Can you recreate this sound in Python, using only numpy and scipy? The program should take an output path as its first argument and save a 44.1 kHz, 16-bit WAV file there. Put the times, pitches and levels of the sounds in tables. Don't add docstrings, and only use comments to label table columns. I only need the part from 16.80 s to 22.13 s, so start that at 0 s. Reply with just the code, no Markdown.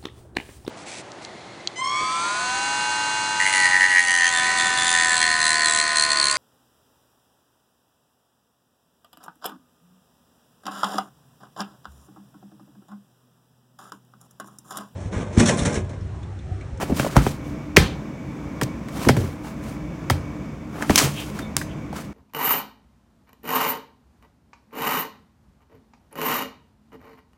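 import sys
import numpy as np
from scipy import signal
from scipy.fft import rfft, irfft, next_fast_len
from scipy.io import wavfile
from scipy.ndimage import uniform_filter1d

SR = 44100
rng = np.random.default_rng(int(sys.argv[2]) if len(sys.argv) > 2 else 0)


def log_audio(samples):
    frames = np.atleast_2d(samples).T
    limited = np.clip(frames, -1, 1)
    pcm = np.round(limited * 32767).astype(np.int16)
    wavfile.write(sys.argv[1], SR, pcm)


N = 235097
TIME = np.arange(N) / SR

# f/Hz, level/dB
CRACK_SPECTRUM = [(150, -20), (500, 4.5), (1000, -1.5), (2200, 0), (3500, -7), (6000, -8), (9000, -12),
                  (16000, -19.5)]


def amp(db):
    return 10 ** (np.asarray(db) / 20)


def unit(x):
    return x / np.sqrt(np.mean(x ** 2) + 1e-20)


def curve(points, hz):
    f, value = np.transpose(points)
    return np.interp(np.log(hz + 1), np.log(f + 1), value)


def add(mix, s, sound):
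    part = mix[max(round(s * SR), 0):][:len(sound)]
    part += sound[:len(part)]


def filtered(x, gain_db):
    size = next_fast_len(len(x))
    gain = amp(gain_db(np.fft.rfftfreq(size, 1 / SR)))
    return irfft(rfft(x, size) * gain, size)[:len(x)]


def coloured(x, spectrum, tilt_db=0):
    return unit(filtered(x, lambda hz: curve(spectrum, hz) + tilt_db * np.log2(np.maximum(hz, 500) / 4000)))


def wander(count, seconds):
    size = max(round(seconds * SR), 1)
    return unit(uniform_filter1d(uniform_filter1d(rng.standard_normal(count), size), size))


def fan(level_db=-32, waver_db=-1.0):
    # f/Hz, level/dB
    air_spectrum = [(20, -19), (33, -25), (55, -0.5), (105, -7.5), (145, 1), (190, -4.5), (300, -7.5),
                    (400, -16.5), (1100, -26), (2400, -29.5), (3000, -37), (4100, -43.5), (6000, -39.5),
                    (9000, -51.5), (16000, -56)]
    # f/Hz, width/Hz, boost/dB
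    duct = [(210, 28, 4), (299.3, 19.3, 9.5), (535, 130, 4.5), (644, 11, 8.5), (1070, 320, 6),
            (2263, 53, 11.5), (3540, 86, 8), (7450, 1200, 2.5)]
    air = rng.standard_normal(N)
    hum = filtered(air, lambda hz: sum(db / (1 + (2 * (hz - f) / width) ** 2) for f, width, db in duct))
    return amp(level_db + waver_db * wander(N, 0.2)) * coloured(hum, air_spectrum)


def swish(peak, rise, fall):
    away = np.maximum((peak - TIME) / rise, (TIME - peak) / fall)
    return np.exp(-0.8 * abs(away) ** 1.53)


def crackle(per_s=260, spread_db=5.0, level_db=-6):
    sizes = amp(spread_db * np.minimum(rng.exponential(1, N), 3)) * rng.choice([-1, 1], N)
    ticks = sizes * (rng.random(N) < per_s / SR)
    return amp(level_db) * coloured(ticks, CRACK_SPECTRUM)


def strokes(hiss_grain_db=0.9, scrape_grain_db=3, grip_db=1.5):
    # peak t/s, rise/s, fall/s, hiss level/dB, scrape level/dB
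    swipes = [ (0.023, 0.022, 0.018, -35, -26.5), (.095, .02, 0.017, -43.5, -38.5),
              (.185, .026, 0.035, -31.5, -33), (0.249, 0.019, 0.035, -36.5, -33),
              (.32, 0.0097, 0.024, -42.5, -47), (.375, .025, 0.037, -39.5, -26.5),
              (.48, 0.049, 0.044, -36.5, -40), (.68, 0.029, 0.042, -54, -65),
              (2.25, .075, 0.027, -36.5, -32), (2.378, 0.032, 0.11, -43, -40.5),
              (2.66, 0.017, .045, -45.5, -39.5), (2.89, 0.07, 0.057, -49.5, -47.5),
              (4.02, 0.065, 0.035, -46.5, -31.5), (4.225, 0.069, 0.042, -24.5, -25.5),
              (4.4, 0.091, 0.1, -41.5, -43.5), (4.58, 0.028, 0.046, -48.5, -40.5),
              (5.166, .016, 0.056, -41.5, -38)]
    # f/Hz, level/dB
    hiss_spectrum = [(300, -16), (1200, -6.5), (2500, 3), (4200, 0.5), (6400, 1), (9000, -1.5),
                     (12000, -5.5), (16000, -6)]
    # f/Hz, level/dB
    scrape_spectrum = [(100, -27), (300, 0), (550, -7.5), (1300, -7), (2000, -16), (3500, -29),
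                       (8000, -53.5)]
    hiss, scrape = np.zeros((2, N))
    for s, rise, fall, hiss_db, scrape_db in swipes:
        speed = swish(s, rise, fall)
        hiss += amp(hiss_db) * speed
        scrape += amp(scrape_db) * speed
    fibres = coloured(rng.standard_normal(N) * amp(hiss_grain_db * wander(N, 0.0037)), hiss_spectrum)
    slips = coloured(rng.standard_normal(N) * amp(scrape_grain_db * wander(N, 0.0033)), scrape_spectrum)
    friction = hiss * (fibres + crackle()) + scrape * slips
    return friction * amp(grip_db * wander(N, 0.014))


def burst(spectrum, length, tilt_db=0, grain_db=4.5):
    t = TIME[:SR // 8]
    contacts = rng.standard_normal(len(t)) * amp(grain_db * wander(len(t), 0.00049))
    envelope = (1 - np.exp(-t / 0.000095)) * np.exp(-(t / length) ** 0.76)
    direct = coloured(contacts, spectrum, tilt_db) * envelope
    click = signal.unit_impulse(len(t), SR // 400)
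    return np.array([direct, coloured(click, spectrum, tilt_db) * direct.std()])


def thud(start_hz, end_hz, glide_s, length, rough=0.73, wobble=0.15, plunge=2.74):
    t = TIME[:SR // 4]
    hz = end_hz + (start_hz - end_hz) / (1 + (t / glide_s) ** plunge)
    hz *= np.exp(wobble * wander(len(t), 0.00041))
    cycles = np.cumsum(hz) / SR
    swell = 1 - np.exp(-cycles / 1.24)
    flutter = 1 + rough * wander(len(t), 0.001)
    return np.sin(2 * np.pi * cycles) * swell * flutter * np.exp(-(t / length) ** 1.72)


def pat(db, hz):
    octaves = np.log2(hz / 1000)
    length = 0.0059 / 2 ** (0.57 * octaves)
    crack_db = db - 17.5 + 11.5 * octaves
    crack, send = amp(crack_db) * burst(CRACK_SPECTRUM, length)
    return amp(db) * thud(hz, end_hz=0.548 * hz, glide_s=0.647 * length, length=length), crack, send


def slap(thud_db, start_hz, end_hz, closing_s, length, crack_db):
    crack, send = amp(crack_db) * burst(CRACK_SPECTRUM, length=0.0046)
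    return amp(thud_db) * thud(start_hz, end_hz, closing_s, length), crack, send


def blows():
    # t/s, thud level/dB, start f/Hz, end f/Hz, closing/s, thud length/s, crack level/dB
    slaps = [ (0.1968, -8.5, 1744, 113, .0017, .01, -18), (0.3654, -1.5, 1550, 114.4, 0.0021, 0.016, -15.5),
             (0.4652, -10.5, 1208, 85, 0.0025, 0.013, -24), (.9678, 4.5, 2652, 109, 0.0036, 0.012, -3.5),
             (1.813, -14, 2170, 95.6, 0.0052, 0.027, -17.5), (2.2893, -6, 2030, 189, .0032, 0.014, -11),
             (2.2956, -5, 1535, 120.5, .0028, 0.019, -19.5),
             (2.366, -16.5, 1508, 95.3, .0035, 0.078, -24.5),
             (3.2996, -10, 2090, 74.6, 0.0042, 0.024, -12.5), (4.0959, -4.5, 1985, 190, .0022, .016, -15),
             (4.225, -15, 299, 143, 0.0059, 0.034, -34), (4.766, -25.5, 1960, 102, 0.0012, 0.025, -18)]
    # t/s, level/dB, start f/Hz
    pats = [ (.028, -10.5, 570), (0.0969, -11.5, 406), (.107, -14, 430), (0.119, -6.5, 280),
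            (.232, -29, 1860), (.246, -12, 680), (.264, -10.5, 720), (.358, -8, 640), (2.085, -26.5, 1650),
            (2.2498, -17.5, 1480), (2.268, -1.5, 346), (4.024, -15.5, 1590), (4.047, -26, 1490),
            (4.106, -7.5, 1330), (4.198, -10, 1990), (4.59, -21, 2100), (4.8142, -16.5, 1620),
            (5.1282, -20.5, 883), (5.158, -25, 784)]
    # f/Hz, gain/dB
    book_eq = [(60, -4.5), (130, 3), (250, -0.5), (400, -1.5), (560, -4), (850, -3), (1250, -6.5),
               (1900, -2.5), (3000, 2)]
    thuds, cracks, sends = np.zeros((3, N))
    for strike, cues in [(slap, slaps), (pat, pats)]:
        for s, *settings in cues:
            body, crack, send = strike(*settings)
            add(thuds, s, body)
            add(cracks, s, crack)
            add(sends, s, send)
    return filtered(thuds, lambda hz: curve(book_eq, hz)), cracks, sends


def echoes(x, low_cut_hz=350):
    # delay/s, level/dB
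    reflections = [(.0013, -39), (.0031, -20), (.0052, -15), (.0089, -20.5), (.0137, -25)]
    short_waves = signal.sosfilt(signal.butter(1, low_cut_hz, "highpass", fs=SR, output="sos"), x)
    out = np.zeros(N)
    for delay, db in reflections:
        add(out, delay, amp(db) * short_waves)
    return out


def ringing(force, modes, level_db):
    t = TIME[:SR // 2]
    ring = sum(amp(db - 60 * t / t60) * np.sin(2 * np.pi * hz * t) for hz, db, t60 in modes)
    return amp(level_db) * signal.fftconvolve(force, ring)[:N]


def room(send, build_s=0.0097):
    # f/Hz, t60/s
    decay_times = [(80, 0.5), (300, 0.48), (1000, 0.4), (3000, 0.22), (6000, 0.31), (15000, 0.2)]
    # f/Hz, gain/dB
    room_eq = [(60, -3), (300, -12.5), (1000, -14), (3000, -10.5), (4500, -9), (6000, -14), (15000, -10.5)]
    t = TIME[:SR * 3 // 4]
    hz, frame_s, bands = signal.stft(rng.standard_normal(len(t)), SR, nperseg=256)
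    t60 = curve(decay_times, hz)[:, None]
    bands *= np.sqrt(2 * np.log(1000) / (t60 * SR))
    bands *= amp(curve(room_eq, hz)[:, None] - 60 * frame_s / t60)
    tail = signal.istft(bands, SR, nperseg=256)[1][:len(t)]
    fade_in = 1 - np.exp(-(t / build_s) ** 2)
    return signal.fftconvolve(send, tail * fade_in)[:N]


def heaves(hz=54.3, rise_s=0.0046, decay_s=0.057):
    # t/s, heave level/dB
    cues = [(0.367, -12), (0.974, -16.5), (2.293, -34)]
    out, t = np.zeros(N), TIME[:SR // 3]
    swing = np.sin(2 * np.pi * hz * t) * (1 - np.exp(-t / rise_s)) * np.exp(-(t / decay_s) ** 1.5)
    for s, db in cues:
        add(out, s, amp(db) * swing)
    return out


def snaps():
    # t/s, level/dB, length/s, tilt/dB per octave, room send/dB
    cues = [ (0.964, -10, 0.0054, -6.5, 13), (1.832, -14.5, 0.0021, 0.5, -5),
            (2.2869, -3, 0.00089, -3.5, -4), (3.308, -9, 0.00069, 3.5, -5), (4.158, 2, .0017, -0.5, 3),
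            (4.1784, -1.5, 0.0086, -1, 1.5), (4.7668, -2, 0.00074, 2.5, 0.5)]
    # f/Hz, level/dB
    snap_spectrum = [(200, -57), (700, -9), (1900, -0.5), (3500, -5.5), (6000, 3), (8500, -2),
                     (12000, -9.5), (16000, -11)]
    direct, sends = np.zeros((2, N))
    for s, db, length, tilt_db, send_db in cues:
        snap, send = burst(snap_spectrum, length, tilt_db)
        add(direct, s, amp(db) * snap)
        add(sends, s, amp(db + send_db) * send)
    return direct, sends


def tail_and_squeaks():
    # peak t/s, rise/s, fall/s, level/dB, f/Hz, width/Hz
    bands = [(1.0, .012, 0.071, -31, 3060, 2200), (4.39, 0.032, 0.035, -36.5, 2950, 1100),
             (4.63, .02, .025, -48.5, 3600, 160), (4.915, 0.023, .02, -50.5, 3060, 606)]
    out = np.zeros(N)
    for s, rise, fall, db, hz, width in bands:
        fuzzy_tone = unit(wander(N, 0.66 / width) * np.sin(2 * np.pi * hz * TIME))
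        out += amp(db) * swish(s, rise, fall) * fuzzy_tone
    return out


def scene(crack_send_db=3, muffle_hz=900):
    # f/Hz, level/dB, t60/s
    desk_modes = [(54, -29, .3), (90.4, 9, 0.22), (142, 4, 0.17), (169.3, -3, 0.3), (309, -31, 0.13)]
    # f/Hz, level/dB, t60/s
    clutter_modes = [(2150, -4, 0.12), (3194, 13, 0.18), (3630, -1, 0.3), (3980, -12, 0.31),
                     (4150, -12, .4), (5960, -5, .35), (6140, -5, 0.3), (8800, -8, 0.25)]
    thuds, cracks, crack_send = blows()
    snapping, snap_send = snaps()
    hits = thuds + cracks
    textures = strokes() + tail_and_squeaks()
    desk = ringing(hits, desk_modes, level_db=-61.5) + heaves()
    near = hits + echoes(hits) + desk + snapping + textures
    muffled = signal.sosfilt(signal.butter(1, muffle_hz, fs=SR, output="sos"), thuds)
    send = muffled + amp(crack_send_db) * crack_send + snap_send + textures
    clutter = ringing(send, clutter_modes, level_db=-62)
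    return (near + room(send) + clutter + fan())[None]


def record(dry):
    low_cut_hz, ceiling, high_cut_hz = 30, 0.95, 16000
    x = signal.sosfilt(signal.butter(2, low_cut_hz, "highpass", fs=SR, output="sos"), dry)
    clipped = x / (1 + (x / ceiling) ** 8) ** (1 / 8)
    lowpass = signal.firwin(301, high_cut_hz, window=("kaiser", 8), fs=SR)
    return signal.oaconvolve(clipped, lowpass[None], "same")


dry = scene()
out = record(dry)
log_audio(out)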